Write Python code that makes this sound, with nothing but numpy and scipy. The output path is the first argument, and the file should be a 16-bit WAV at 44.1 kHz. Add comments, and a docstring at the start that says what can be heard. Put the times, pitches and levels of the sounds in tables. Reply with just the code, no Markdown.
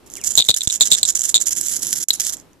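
"""A cicada buzzes between two fingers, right at the microphone, in a quiet garden.
Its tymbals (small drum skins on its body) buckle in short runs of ringing clicks that overload
the microphone. In between, its wings rasp and snap against the fingers and stir the air.
A far bird chirps twice, one puff of air hits the microphone, and the sound drops out once."""
import sys
import numpy as np
from scipy import signal
from scipy.fft import rfft, irfft
from scipy.io import wavfile
from scipy.ndimage import uniform_filter1d

SR = 44100
rng = np.random.default_rng(int(sys.argv[2]) if len(sys.argv) > 2 else 0)


def waveform_to_disk(signal):
    """Save audio, clipped to [-1, 1], as 16-bit WAV at the path in sys.argv[1]."""
    frames = np.transpose(np.atleast_2d(signal))
    scaled = np.clip(frames, -1, 1) * 32767
    samples = np.round(scaled).astype(np.int16)
    wavfile.write(sys.argv[1], SR, samples)


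N = 114660
TIME = np.arange(N) / SR
TOP_HZ = 15800   # upper edge of the sound
SNAP_DECAY_S = 0.00082   # how fast a wing snap or a tymbal crack dies away


def from_db(db):
    """Turn decibels into a factor to multiply by."""
    return 10 ** (np.asarray(db) / 20)


def rms_one(x):
    """Scale a sound so that its average strength (rms) is 1."""
    return x / np.sqrt(np.mean(x ** 2) + 1e-20)


def add(out, s, sound):
    """Mix a short sound in, starting at s seconds."""
    i = max(int(s * SR), 0)
    out[..., i:i + sound.shape[-1]] += sound[..., :N - i]


def bandpass(x, low_hz, high_hz, order=2):
    """Keep mainly what lies between two frequencies."""
    return signal.sosfilt(signal.butter(order, [low_hz, high_hz], "band", fs=SR, output="sos"), x)


def response(points):
    """A tone filter through (f/Hz, level/dB) points that rings only after a hit, never before."""
    hz, db = np.transpose(points)
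    grid = np.maximum(np.arange(N // 2 + 1) * SR / N, 1)
    gain = from_db(np.interp(np.log(grid), np.log(hz), db))
    cepstrum = irfft(np.log(gain))
    cepstrum[1:N // 2] *= 2   # doubling one half and dropping the other puts the ringing after the hit
    return np.exp(rfft(cepstrum[:N // 2], N))


def drift(hz):
    """A random wobble, about 1 in size, at about this rate."""
    return np.interp(TIME * hz * 2, np.arange(N), rng.standard_normal(N))


def ping(hz, rise_s, sag_hz_per_s=0, scatter=0.014):
    """A short ring, slightly off pitch by chance, that swells and dies; its pitch can sag."""
    t = TIME[:SR // 100]
    sag = sag_hz_per_s * rise_s * 4 * np.tanh(t / rise_s / 4)
    pitch = hz * (1 + scatter * rng.standard_normal()) - sag
    swell = t / rise_s * np.exp(1 - t / rise_s)
    return swell * np.sin(2 * np.pi * np.cumsum(pitch) / SR)


def spread(mid, side, levels):
    """Spread two noises across left and right, following (t/s, level/dB) points."""
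    stereo = rms_one(mid + from_db(-3.5) * np.array([side, -side]))
    return from_db(np.interp(TIME, *np.transpose(levels))) * stereo


def echoes(x, fade_s):
    """A blur of reflections, different left and right, that falls by 60 dB in fade_s."""
    tail = rng.standard_normal((2, SR // 2)) * from_db(-60 * TIME[:SR // 2] / fade_s)
    tail /= np.sqrt(np.sum(tail ** 2, axis=1, keepdims=True))
    return signal.fftconvolve(x, tail, axes=1)[:, :N]


def hush():
    """A soft, dull background hush that dips and swells back at set times."""
    # tone of the hush: f/Hz, relative level/dB
    tone = [(25,-3),(60,3.5),(130,1.5),(320,3),(600,-4),(1000,-7.5),(1800,-13.5),(2800,-15.5),(8000,-22),(14000,-25),(16000,-59.5)]
    # level of the hush: t/s, level/dB
    levels = [(0,-51.5),(.15,-46.5),(.35,-47.5),(.56,-57),(.68,-52.5),(.9,-45.5),(1.05,-47),(1.2,-50),(1.42,-47),(1.6,-51.5),(1.85,-46),(2.02,-51.5),(2.2,-48.5),(2.34,-47),(2.6,-56)]
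    mid, side = irfft(rfft(rng.standard_normal((2, N))) * response(tone))
    return spread(mid, side, levels)


def bird(hoarseness=0.064):
    """A far bird gives faint falling whistles, made hoarse by a fast wobble in pitch."""
    # chirps: t/s, length/s, start f/Hz, end f/Hz, level/dB
    chirps = [(0.148,.06,3650,1530,-42.5),(0.176,0.08,3750,1850,-45)]
    out = np.zeros(N)
    for s, length, start_hz, end_hz, db in chirps:
        progress = np.clip((TIME - s) / length, 0, 1)
        hz = start_hz * (end_hz / start_hz) ** progress * (1 + hoarseness * drift(400))
        out += from_db(db) * np.sin(np.pi * progress) * np.sin(2 * np.pi * np.cumsum(hz) / SR)
    return out


def draught():
    """The fanning wings push a little air past the microphone: a soft, low rustle."""
    # loudness of the stirred air: t/s, level/dB
    levels = [(0,-59),(.25,-54),(.5,-64),(1.0,-72),(1.45,-68),(1.58,-44.5),(1.68,-51.5),(1.8,-46.5),(2.02,-46.5),(2.15,-63),(2.6,-62)]
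    mid, side = bandpass(rng.standard_normal((2, N)), 140, 395, order=3)
    return spread(mid, side, levels)


def puff(start_s=0.6745, hz=83, fade_s=0.024, left_right_db=(-58, -10.5)):
    """A puff of air hits the microphone and gives one low swing that dies at once."""
    t = np.maximum(TIME - start_s, 0)
    swing = (t > 0) * np.cos(2 * np.pi * hz * t) * from_db(-60 * t / fade_s)
    thump = signal.sosfilt(signal.butter(2, 600, fs=SR, output="sos"), swing + 1e-18)
    return np.outer(from_db(left_right_db), thump)


def wing_rasp(attack_s=0.002, release_db_per_s=1100, slips_per_s=3400, judder_hz=262.5, judder_db=4):
    """The wings rub on the fingers in juddering strokes, each made of tiny slips and hiss."""
    # wing strokes: t/s, length/s, relative level/dB
    strokes = [(.062,0.019,-43.5),(0.112,0.036,-37.5),(0.164,0.015,-24.5),(0.186,0.062,-39.5),(0.236,0.0236,-16.5),(0.263,0.016,-8.5),(0.292,0.013,-21),(0.305,0.019,-16),(0.333,0.033,-22.5),
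               (0.364,0.035,-15),(0.44,0.029,-24.5),(.484,0.0092,-10),(0.563,0.018,-15),(0.589,0.036,-28),(0.63,0.021,-21.5),(0.688,0.018,-23.5),(0.717,.044,-15),(.764,.04,-51),
               (0.8,0.045,-19),(0.853,0.022,-11.5),(0.876,.01,-23),(.89,.03,-32),(0.903,.012,-18.5),(0.913,0.028,-11.5),(0.966,.024,-15.5),(0.987,0.052,-31),(1.057,.024,-16.5),(1.077,0.028,-13.5),(1.121,.008,-27),
               (1.15,.009,-11.5),(1.159,0.015,-14.5),(1.185,0.038,-19),(1.233,0.024,-9.5),(1.259,.028,-18),(1.285,0.015,-14.5),(1.306,0.011,-23),(1.401,0.024,-14.5),
               (1.457,0.033,-18.5),(1.467,0.0042,-7.5),(1.507,.024,-13),(1.55,.025,-20),(1.563,0.017,-13),(1.582,0.088,-19.5),(1.655,0.016,-13),(1.673,0.099,-17),(1.783,0.048,-25),
               (1.82,0.013,-12),(1.843,0.068,-21),(1.92,0.019,-15),(1.952,0.033,-17.5),(2.001,0.038,-16.5),(2.084,0.0066,-13.5),(2.09,.022,-27.5),(2.126,0.024,-17.5),
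               (2.16,0.041,-37.5),(2.198,0.0095,-9.5),(2.212,0.0074,-14.5),(2.231,0.071,-18),(2.323,0.019,-23),(2.352,0.057,-44)]
    pressure = np.zeros(N)
    for s, length, db in strokes:
        rise = np.clip((TIME - s) / attack_s + 0.5, 0, 1)
        fall_db = release_db_per_s * np.clip(TIME - s - length, 0, 0.5)
        pressure = np.maximum(pressure, rise * from_db(db - fall_db))
    sizes = from_db(3 * np.minimum(rng.exponential(1, N), 4)) * rng.choice([-1, 1], N)
    slips = rms_one(sizes * (rng.random(N) < slips_per_s / SR))
    hiss = 0.75 * rng.standard_normal((2, N))
    judder = from_db(judder_db * drift(judder_hz))
    return from_db(-3) * pressure * rms_one((slips + hiss) * judder)


def wing_snaps(tick_db=-5, ring_db=-13.5):
    """A wing catches and snaps free with a tick and a short, high ring."""
    # snaps: t/s, relative level/dB
    snaps = [(.101,-21.5),(0.109,-26),(0.138,-14),(.154,-13.5),(0.214,-13),(.262,-7.5),(0.2741,-4),(0.3069,-4),(0.314,-10),(0.3205,-7.5),(0.3539,3.5),(0.546,-5.5),(0.5706,-6),(0.6345,-5),(0.652,-12),(0.6776,-1.5),
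             (0.7246,-13),(0.7263,-7),(0.7405,-5),(0.7503,-11),(0.759,-5),(0.848,-23),(0.8725,0),(.9833,-0.5),(1.0888,5),(1.1022,0.5),(1.1544,2.5),(1.1746,-7.5),(1.1935,-1.5),
             (1.2094,-5),(1.218,-1),(1.2536,-4),(1.292,0.5),(1.3001,-0.5),(1.413,2),(1.416,-8),(1.4215,-1),(1.4833,0),(1.53,1),(1.6118,2),(1.6628,-7.5),
             (1.684,-3.5),(1.715,-10),(1.747,-16),(1.77,-10),(1.8484,-11.5),(1.8685,-3),(1.9302,-9),(1.973,-11.5),(2.086,1.5),(2.1107,-4.5),(2.1392,-8.5),(2.2177,-9),(2.251,-7),(2.2751,-6),(2.293,-8.5),(2.336,-6.5),(2.369,-19.5),(2.399,-25),(2.532,-38.5)]
    out, t = np.zeros(N), TIME[:SR // 100]
    for s, db in snaps:
        tick = from_db(tick_db) * np.exp(-t / SNAP_DECAY_S) * rng.choice([-1, 1], len(t))
        ring = from_db(ring_db) * ping(hz=7005, rise_s=0.0006, scatter=0.07)
        add(out, s, from_db(db) * (tick + ring))
    return out


def wing_turning(x, treble_above_hz=9000, middle_below_hz=6500, waver_hz=9, waver_db=1.33):
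    """The tone wanders as the wings turn: each band of frequencies wavers in level on its own."""
    # slow changes of tone: t/s, treble level/dB, middle and bass level/dB
    tone_changes = [(0,10.5,6),(.28,-3.5,-4),(.55,2.5,3),(.75,-3,-0.5),(1.0,-4.5,1),(1.2,-1.5,-1),(1.449,-0.5,-1.5),(1.65,2,0.5),(1.85,4,1.5),(2.05,4,1.5),(2.3,2,2.5)]
    s, treble_db, middle_db = np.transpose(tone_changes)
    spectrum, hz = rfft(x), np.arange(N // 2 + 1) * SR / N
    centres, spacing = np.linspace(0, TOP_HZ, 17, retstep=True)
    out = 0
    for centre in centres:
        band = irfft(spectrum * np.maximum(1 - abs(hz - centre) / spacing, 0))
        curve_db = treble_db * (centre > treble_above_hz) + middle_db * (centre < middle_below_hz)
        out = out + band * from_db(np.interp(TIME, s, curve_db) + waver_db * drift(waver_hz))
    return out


def wings():
    """The rasp and snaps have a hollow, ringing tone, different at the left and right microphones."""
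    # tone at the left microphone: f/Hz, relative level/dB
    left_tone = [(60,-44.5),(300,-34.5),(1000,-31),(1600,-23),(2100,-37),(3200,-14.5),(4600,-19.5),(5600,-7),(6300,-8.5),(6900,-20),(7800,-17),(9300,-22.5),(12500,-22.5),(14400,-27.5),(15200,-56),(16000,-65.5)]
    # tone at the right microphone: f/Hz, relative level/dB
    right_tone = [(60,-32),(300,-34),(1000,-52.5),(1500,-20.5),(2200,-23.5),(3100,-37.5),(4000,-18),(4800,-16),(6200,-3),(7100,3),(7800,0.5),(8600,-16),(9600,-8.5),(11400,-9),(13000,-18.5),(14400,-23.5),(15200,-56.5),(16000,-77.5)]
    tone = np.array([response(left_tone), response(right_tone)])
    shaped = irfft(rfft(wing_rasp() + wing_snaps()) * tone)
    right_gain = np.sqrt(np.mean(abs(tone[1]) ** 2))
    return wing_turning(shaped) / right_gain


def tymbals(belly_hz=4128, hz_per_db=9, rebound_s=0.0053, rebound_db=-5.5, right_lag_s=0.00007):
    """Each buckle thuds, cracks and rings the belly and a brighter note; then the skin springs back."""
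    # tymbal clicks: t/s, belly ring level/dB, bright ring level/dB, knock level/dB (all relative)
    clicks = [(0.3757,5.5,13,-8),(0.3823,8.5,-2,8.5),(0.3901,7,1,5.5),(.4003,1.5,-26,7),(0.4063,0.5,-13.5,0.5),(0.4164,-6,-28,-17),(0.4231,-2.5,-14.5,-22),(0.4495,-19.5,-31,-24),
              (0.4878,9.5,0,8),(0.4943,7,-7.5,16),(0.504,3,-1,9.5),(0.5127,-1,-15,-6),(0.5416,-4.5,-10.5,-20),(0.608,-10,-12,-20),(0.6174,-6.5,-16.5,-24),(0.6732,-5.5,0,-17),(0.7002,-8.5,-10,-21),(0.707,-10,-9,-26),
              (0.8087,10.5,10.5,15.5),(0.8169,2,15.5,1),(0.8259,-0.5,1.5,0.5),(0.8347,-5.5,-18,-27),(0.9164,9.5,7,14.5),(0.9233,4,9.5,3.5),(0.9326,0,4,-1.5),(.9410,-4.5,-7,-4.5),(.9500,-5,-2.5,-22),
              (1.0307,5.5,6,-15.5),(1.0522,-7.5,-3,-15),(1.3432,8.5,7,7),(1.3524,3,8,8),(1.3599,2.5,0.5,3),(1.3684,-4,-3.5,-6.5),(1.3785,-7.5,-11.5,-26),(2.1053,8.5,-11.5,-4)]
    belly, flank, bright, kicks, knocks = np.zeros((5, N))
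    for s, belly_db, bright_db, knock_db in clicks:
        hz = belly_hz + hz_per_db * belly_db   # harder clicks ring higher
        belly_ring = ping(hz, rise_s=0.0006, sag_hz_per_s=291000, scatter=0.025)
        flank_ring = ping(hz=3343, rise_s=0.0015)   # a lower note of the belly
        bright_ring = ping(hz=7600, rise_s=0.00051, sag_hz_per_s=146000, scatter=0.021)
        delay_s = rebound_s * (1 + 0.1 * rng.standard_normal())
        rebound = ping(hz=6970, rise_s=0.00025, scatter=0.035)
        add(belly, s, from_db(belly_db) * belly_ring)
        add(flank, s, from_db(belly_db) * flank_ring)
        add(bright, s, from_db(bright_db) * bright_ring)
        add(bright, s + delay_s, from_db(bright_db + rebound_db) * rebound)
        add(kicks, s, from_db([belly_db]))
        add(knocks, s, from_db([knock_db]))
    fading_kicks = signal.lfilter([1], [1, -np.exp(-1 / (SNAP_DECAY_S * SR))], kicks + 1e-18)
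    crack = from_db(-11) * bandpass(fading_kicks * rng.standard_normal((2, N)), 3000, 11000)
    thud = from_db(1.5) * bandpass(knocks + 1e-18, 90, 810)
    rings = (np.outer(from_db([0, -4.5]), belly)   # each pair is left, right
             + np.outer(from_db([-21, -32.5]), flank)
             + np.outer(from_db([-15.5, 4.5]), bright))
    left, right = rings + crack + thud
    return np.array([left, np.interp(TIME - right_lag_s, TIME, right)])


def scene():
    """The cicada and its reflections, over the sounds of the garden."""
    cicada = tymbals() + wings()
    near = from_db(-15) * echoes(cicada, fade_s=0.047)   # off hand and body
    far = from_db(-24) * echoes(cicada, fade_s=0.28)   # off lawn and fence
    return cicada + near + far + hush() + draught() + bird() + puff()


def record(dry, ceiling=0.93, hardness=4.1, gap_start_s=2.041, gap_end_s=2.083, gap_db=-26):
    """Loud clicks overload the microphone, the level dips briefly, and the highest treble is cut."""
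    clipped = dry / (1 + abs(dry / ceiling) ** hardness) ** (1 / hardness)
    gap = uniform_filter1d(1.0 * ((TIME > gap_start_s) & (TIME < gap_end_s)), size=100)
    treble_cut = signal.cheby2(12, 60, TOP_HZ + 700, fs=SR, output="sos")
    return signal.sosfilt(treble_cut, clipped * from_db(gap_db * gap))


dry = scene()
out = record(dry)
waveform_to_disk(out)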